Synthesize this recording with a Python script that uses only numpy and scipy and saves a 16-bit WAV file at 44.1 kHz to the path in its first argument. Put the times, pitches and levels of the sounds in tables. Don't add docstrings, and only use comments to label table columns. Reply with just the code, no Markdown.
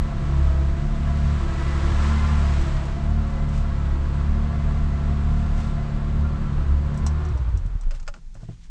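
import sys
import numpy as np
from scipy import signal
from scipy.fft import rfft, irfft, next_fast_len
from scipy.io import wavfile
from scipy.ndimage import uniform_filter1d

SR = 44100
rng = np.random.default_rng(int(sys.argv[2]) if len(sys.argv) > 2 else 0)


def int16_out(signal):
    q = np.round(np.clip(np.atleast_2d(signal).T, -1, 1) * 32767)
    wavfile.write(sys.argv[1], SR, q.astype(np.int16))


N = 383669

CABIN_HZ, CABIN_WIDTH_HZ = 220.44, 19.6


def undb(db):
    return 10 ** (np.asarray(db) / 20)


def unit(x):
    return x / np.sqrt(np.mean(x ** 2))


def curves(rows):
    s, *columns = np.transpose(rows)
    t = np.arange(N) / SR
    return [np.interp(t, s, column) for column in columns]


def colour(x, points):
    size = next_fast_len(2 * len(x))
    size += size % 2
    hz, db = np.transpose(points)
    bin_hz = np.arange(size // 2 + 1) * SR / size
    gain_db = np.interp(np.log(bin_hz + 1), np.log(hz), db)
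    cepstrum = irfft(np.log(undb(gain_db)))
    cepstrum[1:size // 2] *= 2
    cepstrum[size // 2 + 1:] = 0
    return irfft(rfft(x, size) * np.exp(rfft(cepstrum)))[:len(x)]


def walk(rate):
    k = int(SR / rate)
    held = np.repeat(rng.standard_normal(N // k + 2), k)[rng.integers(k):][:N]
    return unit(uniform_filter1d(held, k))


def fade(t, t60):
    return np.exp(-np.log(1000) * t / t60)


def add(out, s, sound):
    start = int(s * SR)
    out[start:start + len(sound)] += sound[:N - start]


def resonance(hz, centre_hz, width_hz):
    return 1 / np.hypot(1, 2 * (hz - centre_hz) / width_hz)


def tone(firings, order, waver_db, slip, rate, late=None):
    late = 2 * np.pi * rng.random() if late is None else late
    phase = 2 * np.pi * order * firings - late + slip * walk(rate)
    return np.sqrt(2) * undb(waver_db * walk(rate)) * np.cos(phase)


def strikes(events, modes, points, t60, ring_db, settle):
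    ring_scatter = .004
    out, t = np.zeros(N), np.arange(SR // 4) / SR
    for s, db, bright_db in events:
        tilted = [(hz, g + bright_db * np.log2(hz)) for hz, g in points]
        envelope = fade(t, t60) + np.exp(-t / settle) + .05 * fade(t, 0.15)
        crack = colour(rng.standard_normal(len(t)) * envelope, tilted)
        ring = 0
        for hz, g, life in modes:
            cycles = hz * rng.normal(1, ring_scatter) * t + rng.random()
            ring = ring + undb(g + bright_db * np.log2(hz)) * fade(t, life) * np.sin(2 * np.pi * cycles)
        hit = unit(crack) + undb(ring_db) * unit(ring)
        add(out, s, undb(db) * hit / np.std(hit[:SR // 200]))
    return out


def thuds(events, scuff=.5, attack_s=0.0036):
    out, t = np.zeros(N), np.arange(SR // 3) / SR
    for s, db, hz, t60 in events:
        dull = [(hz / 3, -20), (hz, 0), (2 * hz, -9), (8 * hz, -40), (30 * hz, -80)]
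        noise = unit(colour(rng.standard_normal(len(t)), dull))
        envelope = fade(t, t60) * (1 - np.exp(-t / attack_s))
        add(out, s, undb(db) * (np.sin(2 * np.pi * hz * t) + scuff * noise) * envelope)
    return out


def exhaust(firings, hz, even_db, weak_db, shake_db):
    # multiple of the firing rate, level/dB
    weak_orders = [(.667, -37.5), (.885, -33), (1, -29), (3, -39.5), (5, -41), (7, -52.5), (8, -52.5),
                   (13, -62.5), (15, -54.5)]
    # f/Hz, level/dB
    rumble_colour = [(15, -19), (30, 10), (55, 4), (80, -2.5), (120, 7), (170, -5.5), (250, -13),
                     (350, -23), (500, -20), (900, -76.5)]
    lump_db = .9
    puff_s = 0.02
    second, fourth, sixth = (undb(db) for db in even_db)
    cabin_lag = np.pi / 2 + np.arctan(2 * (6 * hz - CABIN_HZ) / CABIN_WIDTH_HZ)
    boom = (second * tone(firings, 2, waver_db=0.64, slip=0.06, rate=20, late=0)
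            + fourth * tone(firings, 4, waver_db=1.74, slip=0.17, rate=10, late=0)
            + sixth * tone(firings, 6, waver_db=1.0, slip=0.092, rate=14, late=cabin_lag))
    boom = boom * undb(lump_db * walk(np.median(hz)))
    weak = sum(undb(db) * tone(firings, order, waver_db=3.0, slip=0.73, rate=9)
               for order, db in weak_orders)
    puffs = rng.standard_normal(N) * np.exp(-(firings % 1) / hz / puff_s)
    rumble = undb(-32.5) * unit(colour(puffs, rumble_colour))
    return boom + undb(weak_db) * (weak + crank_lines(firings, hz)) + undb(shake_db) * rumble


def crank_lines(firings, hz, count=52):
    # f/Hz, level/dB
    line_levels = [(45, -41), (95, -47.5), (150, -56.5), (250, -61.5), (380, -58.5), (470, -69), (540, -63),
                   (700, -69)]
    line_hz, line_db = np.transpose(line_levels)
    orders = [k / 3 for k in range(4, count) if k % 3]
    lines = 0
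    for order in orders:
        gain = undb(np.interp(order * np.median(hz), line_hz, line_db))
        lines = lines + gain * tone(firings, order, waver_db=2.5, slip=0.67, rate=5)
    return lines


def valve_train(firings, door_db, scatter_db=3.0, air=1.0):
    cylinders = [-1.5, -9.5, -5, -4, -9, -6.5]
    # f/Hz, level/dB
    clatter_colour = [(200, -24.5), (300, -7), (400, -7.5), (480, -10.5), (600, -10), (780, -9), (1100, -7),
                      (1450, -10), (2300, -18.5), (4200, -24.5), (5500, -31.5), (8000, -33), (9500, -49),
                      (12000, -75.5)]
    # f/Hz, level/dB
    door_colour = [(750, -17.5), (950, -4.5), (1040, 9), (1200, 2.5), (1340, 10), (1500, 8), (1680, 8),
                   (2300, 5), (3200, 1.5), (5000, -3), (8000, -7), (10000, -25), (14000, -43.5)]
    knock_decay = .3
    door_sharpness = 1.1
    knock = (2 * firings).astype(int)
    size_db = np.take(cylinders, knock // 2, mode="wrap") + scatter_db * rng.standard_normal(N)[knock]
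    knocks = undb(size_db) * np.exp(-(2 * firings % 1) / knock_decay)
    rush = air * undb(0.3 * walk(16))
    grit = np.hypot(knocks, rush)
    muffled = unit(colour(grit * rng.standard_normal(N), clatter_colour))
    direct = unit(colour(grit ** door_sharpness * rng.standard_normal(N), door_colour))
    return undb(2.0) * muffled + undb(door_db) * direct


def whine(firings, hz, fan_db, hum_db, panel_hz=336, panel_width_hz=26):
    # multiple of the firing rate, level/dB
    gear_orders = [(24.2, -60.5), (28, -53.5), (30.2, -59), (31.7, -57), (37.333, -55), (46.3, -62)]
    # multiple of the firing rate, level/dB
    fan_orders = [(18.667, -50.5), (19.6, -53)]
    # multiple of the firing rate, level on resonance/dB
    hum_orders = [(9.333, -52), (9.7, -49.5)]
    # t/s, level/dB
    high_whine = [(0, -58), (.35, -63), (.9, -59.5), (1.3, -57), (1.5, -62), (1.68, -47.5), (1.9, -56),
                  (2.18, -51), (2.6, -57), (3.2, -65), (3.38, -55), (3.7, -59), (3.9, -64), (4.3, -64),
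                  (4.5, -58.5), (5.0, -58.5), (5.25, -65), (5.6, -62), (6.3, -64.5), (7.3, -65)]
    gear_slip, fan_slip = .82, .95
    swell_db = 0.8
    chatter_db = 1.5
    gears = sum(undb(db + swell_db * walk(5)) * tone(firings, order, waver_db=2.5, slip=gear_slip, rate=30)
                for order, db in gear_orders)
    high_db, = curves(high_whine)
    high = undb(high_db) * tone(firings, 56, waver_db=2.5, slip=gear_slip, rate=24)
    fan = sum(undb(db) * tone(firings, order, waver_db=2.5, slip=fan_slip, rate=28)
              for order, db in fan_orders)
    hum = 0
    for order, db in hum_orders:
        line = undb(db) * tone(firings, order, waver_db=2.5, slip=0.56, rate=16)
        hum = hum + line * resonance(order * hz, panel_hz, panel_width_hz)
    chatter = unit(undb(chatter_db * walk(90)))
    return chatter * gears, chatter * (high + undb(fan_db) * fan) + undb(hum_db) * hum


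def engine():
    # t/s, firing rate f/Hz
    idle = [(0.0, 35.56), (0.13, 35.8), (0.24, 35.3), (0.54, 34.54), (0.78, 35.37), (0.92, 36.05),
            (1.31, 36.21), (1.48, 34.97), (1.55, 34.89), (1.96, 35.47), (2.12, 36.8), (2.3, 37.01),
            (2.38, 36.65), (2.53, 35.24), (2.73, 34.34), (2.94, 34.97), (3.08, 36.35), (3.15, 36.76),
            (3.43, 36.11), (3.66, 35.94), (3.85, 34.78), (4.12, 35.31), (4.3, 36.53), (4.75, 36.19),
            (4.88, 35.76), (5.47, 36.77), (5.92, 35.94), (6.28, 37.07), (6.43, 36.4), (6.57, 35.16),
            (6.71, 35.15), (7.06, 36.74), (7.2, 38.14), (7.27, 37.91)]
    # t/s, level/dB
    second_level = [(0.0, -22.5), (0.12, -38), (0.3, -22), (0.45, -16.5), (0.72, -22.5), (0.92, -34),
                    (1.02, -23.5), (1.32, -20), (1.5, -28.5), (1.68, -23.5), (1.87, -20.5), (1.93, -22),
                    (2.0, -18.5), (2.55, -19.5), (2.68, -27.5), (2.97, -30.5), (3.11, -21.5), (3.35, -27),
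                    (3.85, -23.5), (4.35, -22), (4.8, -24.5), (5.3, -22), (5.7, -28), (5.98, -33),
                    (6.24, -19), (6.46, -33.5), (6.73, -17.5), (6.86, -22), (6.95, -32.5), (7.07, -20),
                    (7.28, -24.5), (7.42, -22.5), (7.56, -22.5), (7.66, -27), (7.75, -24.5), (7.87, -25.5),
                    (7.96, -28.5), (8.09, -24), (8.19, -33)]
    # t/s, level/dB
    fourth_level = [(0, -35.5), (.45, -26.5), (.7, -32.5), (1.25, -26.5), (1.45, -33), (1.85, -30.5),
                    (1.99, -37), (2.08, -29.5), (2.22, -28), (2.48, -32.5), (2.6, -33.5), (2.7, -31),
                    (2.95, -35.5), (3.1, -29.5), (3.9, -32.5), (4.6, -29.5), (5.6, -30), (6.3, -31),
                    (7.25, -31.5), (7.45, -39), (7.9, -39), (8.05, -50)]
    # t/s, clatter level/dB, treble through the door relative to it level/dB
    position = [(0, -45.5, -7), (.42, -43, -7.5), (.85, -46.5, -4), (1.5, -42.5, -3), (2.08, -38, -2),
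                (2.34, -39.5, -3), (2.6, -41.5, -0.5), (3.1, -45.5, -7.5), (3.6, -45, -11),
                (5.6, -45, -9.5), (6.4, -45.5, -30), (7.3, -46, -30)]
    # t/s, fan level/dB, panel hum level/dB
    whine_level = [(0, -4, 2.5), (.16, 5, 4), (.28, -2, 6.5), (.45, 3, 1.5), (.85, 3, 3.5), (1.27, 2.5, -8),
                   (1.42, -1, 7.5), (1.95, 3.5, 7), (2.2, -4, -2), (2.46, 5.5, 3.5), (2.7, 2.5, 5.5),
                   (3.55, 1, -5.5), (3.9, -3, 1.5), (4.7, 0.5, -3), (5.6, 1, -3), (6.5, -7, 0.5),
                   (7.05, -3.5, -1), (7.22, -2.5, 9), (7.4, -1, -2)]
    key_turn_s, sixth_fade_db_per_s, weak_fade_db_per_s = 7, 25, 19
    coast_from_s, coast_s, rocking_hz = 7.28, .66, 11.5
    stall_s, rocking_fade_db_per_s, clatter_fade_db_per_s = 8.03, 40, 190
    shake_slope, clatter_slope, whine_slope = 1.04, 1.53, 3
    gear_near_share, sixth_near_share = 1.32, 0.41
    gear_db_per_hz = 1

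    t = np.arange(N) / SR
    idle_hz, = curves(idle)
    second_db, = curves(second_level)
    fourth_db, = curves(fourth_level)
    clatter_db, door_db = curves(position)
    near_db = clatter_db - np.median(clatter_db)
    off_s, coasting_s, stalled_s = (np.maximum(t - s, 0) for s in (key_turn_s, coast_from_s, stall_s))
    hz = np.maximum(idle_hz * np.exp(-coasting_s / coast_s), rocking_hz)
    speed_db = 20 * np.log10(hz / idle_hz)
    stop_db = -clatter_fade_db_per_s * stalled_s
    stumble, lurch = curves([(7.27, .006, 0), (7.36, .09, .5), (7.85, .11, .5), (8, .06, 0)])
    firings = np.cumsum(hz * (1 + stumble * walk(25))) / SR

    cabin_db = 20 * np.log10(resonance(6 * idle_hz, CABIN_HZ, CABIN_WIDTH_HZ) ** 2)
    sixth_db = -34 + cabin_db + sixth_near_share * near_db - sixth_fade_db_per_s * off_s
    weak_db = -weak_fade_db_per_s * off_s
    shake_db = -3 + shake_slope * speed_db + stop_db
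    boom = exhaust(firings, hz, (second_db, fourth_db, sixth_db), weak_db, shake_db)
    strokes_gain = (1 - fade(coasting_s, coast_s)) * undb(speed_db + stop_db)
    boom = boom + strokes_gain * compression_strokes(firings)
    boom = boom * (1 + lurch * np.cos(np.pi * firings)) * undb(-rocking_fade_db_per_s * stalled_s)

    clatter = undb(clatter_db + clatter_slope * speed_db) * valve_train(firings, door_db)
    gears, other_lines = whine(firings, hz, *curves(whine_level))
    gear_db = gear_near_share * near_db + gear_db_per_hz * (idle_hz - np.median(idle_hz))
    lines = (undb(gear_db) * gears + other_lines) * undb(whine_slope * speed_db)
    return boom + (clatter + lines) * undb(stop_db)


def street():
    # f/Hz, level/dB
    street_colour = [(12, -29), (20, 2), (33, 0.5), (80, -25.5), (170, -23.5), (261, -41.5), (659, -55),
                     (831, -50), (2850, -55.5), (6830, -54.5), (9300, -64.5), (12100, -91), (20500, -120)]
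    return undb(-36.5) * unit(colour(rng.standard_normal(N), street_colour))


def handling():
    # t/s, level/dB, f/Hz, t60/s
    jogs = [(1.915, -14.5, 96, 0.15), (2.59, -10.5, 29.92, 0.29)]
    return thuds(jogs, scuff=0.4)


def keys():
    # t/s, level/dB, brightness/(dB per octave)
    key_knocks = [(2.614, -48, 8), (2.667, -53, 8), (2.853, -53, 9), (3.305, -59, 7), (3.490, -55, 10),
                  (6.942, -53, 2), (6.975, -48, 9), (7.065, -30, 0), (7.250, -48, -1), (7.287, -50, -2),
                  (7.375, -53, 2), (7.573, -47.5, 1.5), (7.662, -57, 4), (7.811, -49.5, 1), (8.344, -57, 6)]
    # f/Hz, level/dB, t60/s
    key_modes = [(1100, -12, 0.07), (4070, -5.5, 0.077), (5340, -8, 0.1), (5430, -11, 0.069),
                 (5810, 0.5, 0.068), (6080, -5, 0.069), (6815, -3.5, 0.06), (7900, -3, .05)]
    # f/Hz, level/dB
    key_colour = [(500, 3), (1100, 10.5), (2000, -9), (3100, -2.5), (4700, -2.5), (5400, 0.5), (6400, -1),
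                  (8200, -2), (9200, -19), (11500, -28), (14000, -35)]
    return strikes(key_knocks, key_modes, key_colour, t60=0.077, ring_db=-2.5, settle=0.0019)


def cloth():
    # t/s, half length/s, level/dB
    rustles = [(3.29, 0.035, -67), (3.567, 0.058, -50.5), (5.38, 0.082, -58), (5.62, 0.087, -50.5),
               (7.955, 0.027, -54), (8.47, 0.13, -64.5), (8.64, 0.028, -60.5)]
    # f/Hz, level/dB
    cloth_colour = [(300, -24), (1500, 7.5), (3500, 6), (8000, 0.5), (10000, -14), (14000, -37)]
    # t/s, half length/s, level/dB
    scrapes = [(8.165, 0.026, -50), (8.368, 0.014, -53), (8.422, .022, -52), (8.515, 0.018, -54)]
    # f/Hz, level/dB
    scrape_colour = [(200, 5), (600, -6), (900, -5), (1400, -7), (2500, -19), (8000, -19), (12000, -61.5)]
    t, out = np.arange(N) / SR, 0
    for events, points in (rustles, cloth_colour), (scrapes, scrape_colour):
        motion = sum(undb(db) * np.exp(-((t - s) / half) ** 2) for s, half, db in events)
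        grain = rng.standard_normal(N) * undb(2.4 * walk(250))
        out = out + motion * unit(colour(grain, points))
    return out


def compression_strokes(firings, scatter_db=3.0):
    # f/Hz, level/dB, t60/s
    body_modes = [(64.6, -23, 0.15), (88.3, -22, 0.12), (139, -29, 0.15), (215, -47, 0.065),
                  (340, -48, 0.052)]
    t = np.arange(SR // 4) / SR
    stroke_gain = undb(scatter_db * rng.standard_normal(N)[firings.astype(int)])
    bumps = np.diff(np.floor(firings), prepend=0) * stroke_gain
    ring = sum(undb(db) * np.sin(2 * np.pi * hz * t) * fade(t, t60) for hz, db, t60 in body_modes)
    soft_ring = ring * (1 - fade(t, 0.022))
    return signal.fftconvolve(bumps, soft_ring)[:N]


def shudders():
    # t/s, level/dB, f/Hz, t60/s
    kicks = [(7.305, -19, 109, 0.25), (7.405, -21, 58, 0.2), (7.455, -29, 118, .12), (7.535, -16, 85, 0.33),
             (7.66, -29.5, 125, 0.18), (7.735, -15, 38.3, .3), (7.85, -15, 24.06, .3)]
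    return thuds(kicks, scuff=0.11)


def lock():
    # t/s, level/dB, brightness/(dB per octave)
    lock_clicks = [(7.835, -53, -2), (7.909, -42, 1), (7.917, -48, -2), (7.940, -51, -3), (7.952, -54, -6),
                   (7.999, -50, 4), (8.028, -54, 4), (8.067, -55, 1), (8.078, -33.5, 0),
                   (8.084, -36.5, -1.5), (8.140, -42, -2.5), (8.148, -54, -4), (8.163, -56, -4),
                   (8.353, -49, -4.5)]
    # f/Hz, level/dB, t60/s
    lock_modes = [(570, 3.5, 0.12), (837, -3, .12), (1070, -1, 0.07), (1240, 2, 0.057), (1417, 9, 0.059),
                  (1787, 0, 0.06), (2720, -1, 0.04), (4317, -4, .06), (4990, 1, .05), (6290, -6, .055),
                  (6640, -3, .058)]
    # f/Hz, level/dB
    click_colour = [(200, -13), (440, -6), (570, 8), (740, -2), (1000, -4), (1400, 10), (1600, -2.5),
                    (2700, 0.5), (3600, -9), (5200, -4), (8000, -8.5), (9500, -33), (14000, -52)]
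    return strikes(lock_clicks, lock_modes, click_colour, t60=0.056, ring_db=-2, settle=0.00084)


def seat():
    # t/s, level/dB
    seat_bumps = [(8.353, -39), (8.43, -33.5), (8.488, -27.5)]
    # f/Hz, level relative to the bump/dB, t60/s
    seat_modes = [(114.5, 1.5, 0.19), (154.5, -1, 0.14), (344, -10, 0.066), (436, -14.5, 0.061),
                  (660, -11.5, 0.05), (1300, -23, 0.032)]
    events = [(s, db + mode_db, hz, t60) for s, db in seat_bumps for hz, mode_db, t60 in seat_modes]
    return thuds(events, scuff=0.23, attack_s=.001)


def scene():
    car = engine() + shudders()
    driver = keys() + lock() + seat() + cloth()
    return (car + driver + handling() + street())[None]


def record(dry):
    bass_cut = signal.butter(2, 12, "high", fs=SR, output="sos")
    top_cut = signal.ellip(8, .2, 70, 14300, fs=SR, output="sos")
    thinned = signal.sosfilt(bass_cut, dry)
    return signal.sosfilt(top_cut, thinned)


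dry = scene()
out = record(dry)
int16_out(out)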